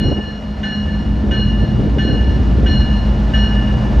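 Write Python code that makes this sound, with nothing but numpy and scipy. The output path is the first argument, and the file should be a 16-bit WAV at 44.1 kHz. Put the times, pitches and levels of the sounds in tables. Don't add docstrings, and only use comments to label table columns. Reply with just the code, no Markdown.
import sys
import numpy as np
from scipy import signal
from scipy.fft import rfft, irfft
from scipy.io import wavfile
from scipy.ndimage import map_coordinates

SR = 44100
rng = np.random.default_rng(int(sys.argv[2]) if len(sys.argv) > 2 else 0)


def dump_mix(stems):
    frames = np.atleast_2d(stems).T
    limited = np.clip(frames, -1, 1)
    pcm = np.round(limited * 32767).astype(np.int16)
    wavfile.write(sys.argv[1], SR, pcm)


N = 176400

# frequency_hz, side_minus_mid_db
STEREO_WIDTH = [(60, -21.5), (180, -11.5), (320, -12.5), (550, -8.5), (1500, -0.5), (2500, -14),
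                (4000, -114.5), (7500, -1)]


def undb(db):
    return 10 ** (np.asarray(db) / 20)


def unit(x):
    return x / np.sqrt(np.mean(x ** 2))


def clock():
    return np.arange(N) / SR


def per_bin(points):
    hz, value = np.array(points, float).T
    bin_hz = np.arange(N // 2 + 1) * SR / N
    return np.interp(np.log(bin_hz + 1e-3), np.log(hz), value)


def colour(x, points):
    return irfft(rfft(x) * undb(per_bin(points)), N)


def noise(points):
    return unit(colour(rng.standard_normal(N), points))


def walk(turns_per_s):
    grid_s = np.arange(0, N + 64, 64) / SR
    wander = map_coordinates(rng.standard_normal(2048), [grid_s * turns_per_s], order=3, mode="mirror")
    return np.interp(clock(), grid_s, wander)


def stereo(mid, side):
    return np.array([mid + side, mid - side])


def wide_noise(points):
    return stereo(noise(points), colour(noise(points), STEREO_WIDTH))


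def tone(hz, waver_db):
    cycles = np.cumsum(hz) / SR + rng.random()
    return np.sqrt(2) * np.sin(2 * np.pi * cycles) * undb(waver_db * walk(5.79))


def struck(age, rise_s, t60_s):
    return (1 - np.exp(-age / rise_s)) * np.exp(-np.log(1000) * age / t60_s)


def bell():
    # start_s, treble_ring_ratio, low_db, main_db, high_db, top_db
    strikes = [(-.046, 1.42, -1.5, 1.1, -4, -4), (0.63, 1.13, -0.5, -0.74, -3.5, -5.5),
               (1.309, 1.1, 2.5, 1.1, -3, -6.5), (1.982, 0.95, 1, -0.4, -2.5, -3.5),
               (2.659, 0.91, 1.5, 0.7, 3.5, 0), (3.335, 0.6, 4.5, 3.5, -1.5, 2)]
    registers_hz = [1750, 2900, 4200, 5600]
    # pitch_hz, level_db, t60_s, beat_hz, twin_ratio (negative starts opposed), flutter_db
    modes = [(1296, -25, 1.2, 2.5, 0.4, 2), (1556, -17, 1, 16, 0.7, 5), (1575, -18.5, 0.44, 10, 0.4, 4.5),
             (1757.5, -9, 2.3, 3.3, 0.58, 2.8), (2885, .5, 0.33, 4, 0.1, 0.5),
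             (2894, 1, 1.55, 2.8, -0.08, 1.2), (3260, -17, .35, 8, 0.2, 2.5),
             (3575, -19.5, 0.35, 33, .5, 4), (2412, -25, 1.2, 5, .2, 2), (4122, -19, .7, 6, .3, 3),
             (4190, -7.3, 1.4, 4.3, -0.76, 1.5), (5583, -21, 1.7, 4, -.5, 3),
             (6900, -32, 1.3, 4, -0.2, 2.5)]
    # frequency_hz, level_db
    clank_spectrum = [(700, -45), (1300, -25), (1540, 14), (1645, -2), (1750, 13), (1900, 1), (2300, -6),
                      (3500, -4), (4400, -22), (5900, -17), (7000, -24), (10000, -70.5)]
    bell_db, clank_db, treble_hz = -24.3, -29, 4000
    t, out = clock(), np.zeros(N)
    clank = undb(clank_db) * noise(clank_spectrum)
    flutters = [undb(flutter_db * walk(40)) for *_, flutter_db in modes]
    for start_s, treble_ring, *register_db in strikes:
        ringing = (t >= start_s) & (t < start_s + 2)
        age = t[ringing] - start_s
        out[ringing] += clank[ringing] * struck(age, rise_s=.001, t60_s=.29)
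        for (hz, mode_db, t60_s, beat_hz, twin, _), flutter in zip(modes, flutters):
            pair = np.sin(2 * np.pi * hz * age) + twin * np.sin(2 * np.pi * (hz - beat_hz) * age)
            gain = undb(bell_db + mode_db + np.interp(hz, registers_hz, register_db))
            ring_s = t60_s * (treble_ring if hz > treble_hz else 1)
            out[ringing] += gain * pair * flutter[ringing] * struck(age, rise_s=.008, t60_s=ring_s)
    return out


def tree_echoes(direct, count=36):
    # frequency_hz, gain_db
    echo_colour = [(1700, 7), (3000, 3.5), (4200, -2.5), (5600, 6), (8000, -18), (10000, -28.5)]
    below_direct_db = -6.5
    far_delay_s, far_doppler_loss, far_fade_db = .19, .037, -17.5
    t, out = clock(), np.zeros((2, N))
    for distance, (scatter, bearing) in zip(np.linspace(.16, 1, count), rng.random((count, 2))):
        delay_s = distance * (far_delay_s * (.5 + scatter) + far_doppler_loss * (t - t.mean()))
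        echo = undb(far_fade_db * distance) * np.interp(t - delay_s, t, direct, left=0)
        pan = .9 * (bearing - .5)
        out += echo * np.array([[1 + pan], [1 - pan]])
    return unit(colour(out, echo_colour)) * direct.std() * undb(below_direct_db)


def bell_at_microphone():
    # frequency_hz, left_lead_rad
    port_phase = [(1000, 0.41), (1600, -0.88), (1800, -0.97), (2400, 1), (2900, 0.43), (3600, 0), (8000, 0)]
    direct = bell()
    half_lead = per_bin(port_phase) / 2
    phase_shift = np.exp(1j * np.array([half_lead, -half_lead]))
    return irfft(rfft(direct + tree_echoes(direct)) * phase_shift, N)


def firings(shaft_hz, cylinders=16):
    cylinder_spread_db, scatter_db = 7, 3.5
    fired = np.flatnonzero(np.diff(np.floor(cylinders * np.cumsum(shaft_hz) / SR)))
    cylinder_db = np.resize(cylinder_spread_db * rng.standard_normal(cylinders), len(fired))
    strength = undb(cylinder_db + scatter_db * rng.standard_normal(2048)[:len(fired)])
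    pulses = np.zeros(N)
    pulses[fired] = strength - strength.mean()
    return pulses


def engines(boom_db, drone_db, rumble_db):
    # frequency_hz, level_db
    exhaust = [(15, -38), (29, -16), (42, -14), (60, 6.5), (80, 1), (110, -5.5), (170, -9), (215, -8),
               (260, -10.5), (330, -16.5), (450, -32.5), (900, -67), (5000, -110)]
    # shaft_multiple, relative_db
    boom_orders = [(8, 3), (9, -3.5)]
    # shaft_multiple, relative_db
    drone_orders = [(23, -7), (25, -5.5), (29, -10.5), (31, 3), (32, 3), (33, -5.5), (37, -8.5)]
    # time_s, level_db
    hum_levels = [(0, -42.5), (1, -34), (1.7, -23.5), (2.1, -36.5), (3.1, -24), (3.499, -25.5),
                  (3.8, -22.5), (4, -33)]
    speed = 1 + .0015 * walk(1.957)
    shaft_hz, hum_hz, pulse_db = 6.58 * speed, 122 * speed, -5.5
    throb = undb(pulse_db) * unit(colour(firings(shaft_hz), exhaust))
    rumble_mid = unit(noise(exhaust) + throb)
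    boom = sum(undb(db) * tone(order * shaft_hz, waver_db=.1) for order, db in boom_orders)
    drone = sum(undb(db) * tone(order * shaft_hz, waver_db=.73) for order, db in drone_orders)
    rumble = stereo(rumble_mid, colour(noise(exhaust), STEREO_WIDTH))
    hum_db = np.interp(clock(), *np.array(hum_levels).T)
    hum = tone(hum_hz, waver_db=.7) * undb(hum_db)
    return rumble * undb(rumble_db) + hum + unit(boom) * undb(boom_db) + unit(drone) * undb(drone_db)


def whines():
    # pitch_hz, level_db
    tones = [(517, -51.5), (610, -45.5), (941, -52), (1038, -51), (1177, -54.5), (1399, -55)]
    pitch_wander, rise_db_per_s = .007, 2
    t = clock()
    out = sum(undb(db) * tone(hz * (1 + pitch_wander * walk(35)), waver_db=2) for hz, db in tones)
    return out * undb(rise_db_per_s * (t - t.mean()))


def wheels_and_fans(level_db):
    # frequency_hz, level_db
    roar_spectrum = [(100, 5), (300, 1), (560, -0.5), (820, -3), (1100, -10.5), (1500, -10.5),
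                     (2300, -16.5), (3500, -19.5), (5400, -26), (7000, -34), (8100, -40.5), (9000, -58.5),
                     (11000, -40.5), (13000, -59), (15000, -56.5)]
    # frequency_hz, level_db
    near_spectrum = [(200, -14.5), (350, 2), (800, 1.5), (1500, -19.5), (6000, -61)]
    near_end_db, rise_db_per_s = -33.5, 7.5
    throb = 1 + .085 * walk(50)
    near = wide_noise(near_spectrum) * undb(near_end_db + rise_db_per_s * (clock() - N / SR))
    return (wide_noise(roar_spectrum) * undb(level_db) + near) * throb


def wind():
    # centre_s, length_s, level_db, sharpness_db (weight of the gust's eddies)
    gusts = [(0.072, 0.075, -13.5, -5.5), (0.122, 0.012, -14.5, 5), (0.185, 0.03, -27, 9),
             (0.286, 0.011, -26, 5), (1.293, 0.12, -22, 0), (1.395, 0.018, -18.5, -2),
             (1.517, 0.15, -18.5, -23), (1.633, 0.035, -16.5, -4.5), (1.822, 0.14, -16.5, -4.5),
             (1.971, 0.031, -18, -1), (2.121, 0.091, -16, -4.5), (2.396, 0.39, -22.5, -6.5),
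             (2.637, 0.053, -18, -3)]
    # frequency_hz, level_db
    push_spectrum = [(20, -32), (45, 2), (90, 5), (180, -2), (280, -6), (420, -25.5), (900, -51),
                     (4000, -105)]
    # frequency_hz, level_db
    eddy_spectrum = [(100, -18), (220, 0.5), (340, 1.5), (480, -3), (700, -11.5), (1200, -28), (3000, -46),
                     (8000, -99.5)]
    eddy_db, side_db, flutter_db = -3, -11, 1.5
    t, out = clock(), np.zeros((2, N))
    push_power, eddy_power = np.zeros((2, N))
    for centre_s, length_s, level_db, sharpness_db in gusts:
        gust_power = undb(level_db) ** 2 * np.exp(-(2 * (t - centre_s) / length_s) ** 2)
        push_power += gust_power
        eddy_power += gust_power * undb(eddy_db + sharpness_db) ** 2
    for power, spectrum in [(push_power, push_spectrum), (eddy_power, eddy_spectrum)]:
        out += np.sqrt(power) * stereo(noise(spectrum), undb(side_db) * noise(spectrum))
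    return out * unit(undb(flutter_db * walk(90)))


def eddy_knocks():
    # centre_s, envelope_peak_db
    knocks = [(.123, -12.5), (.184, -20), (.287, -23), (1.242, -19), (1.872, -10), (1.977, -11.5),
              (2.052, -9.5), (2.587, -10.5), (2.632, -11), (3.174, -16.5)]
    pitch_hz, half_width_s = 344, .0018
    out = np.zeros(N)
    for centre_s, peak_db in knocks:
        t = clock() - centre_s
        out += undb(peak_db) * np.exp(-(t / half_width_s) ** 2) * np.sin(2 * np.pi * pitch_hz * t)
    return out


def scene():
    # time_s, boom_db, drone_db, rumble_db, rolling_db
    approach = [(0, -46, -21, -19, -32), (.3, -41, -29, -29.5, -33), (0.549, -33, -28, -26.5, -33),
                (.75, -41, -20.5, -25, -31), (1, -25.5, -22.5, -18, -31.5), (1.6, -18.5, -22.5, -18, -31),
                (2.05, -35, -21.5, -17.5, -29.5), (2.3, -18.5, -28.5, -14.5, -29),
                (2.7, -18, -21.5, -12.5, -28), (3, -16, -22, -18.5, -28.5),
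                (3.45, -15, -21.5, -18.5, -27.5), (3.8, -19, -19, -17, -27), (4, -15, -28, -14, -27.5)]
    times, *levels = np.array(approach, float).T
    boom_db, drone_db, rumble_db, rolling_db = (np.interp(clock(), times, db) for db in levels)
    train = bell_at_microphone() + engines(boom_db, drone_db, rumble_db) + whines()
    return train + wheels_and_fans(rolling_db) + wind() + eddy_knocks()


def record(dry):
    ceiling, knee_order, top_hz = .93, 8, 15700
    rounded = dry / (1 + (dry / ceiling) ** knee_order) ** (1 / knee_order)
    lowpass = signal.ellip(8, .2, 70, top_hz, fs=SR, output="sos")
    return signal.sosfilt(lowpass, rounded)


dry = scene()
out = record(dry)
dump_mix(out)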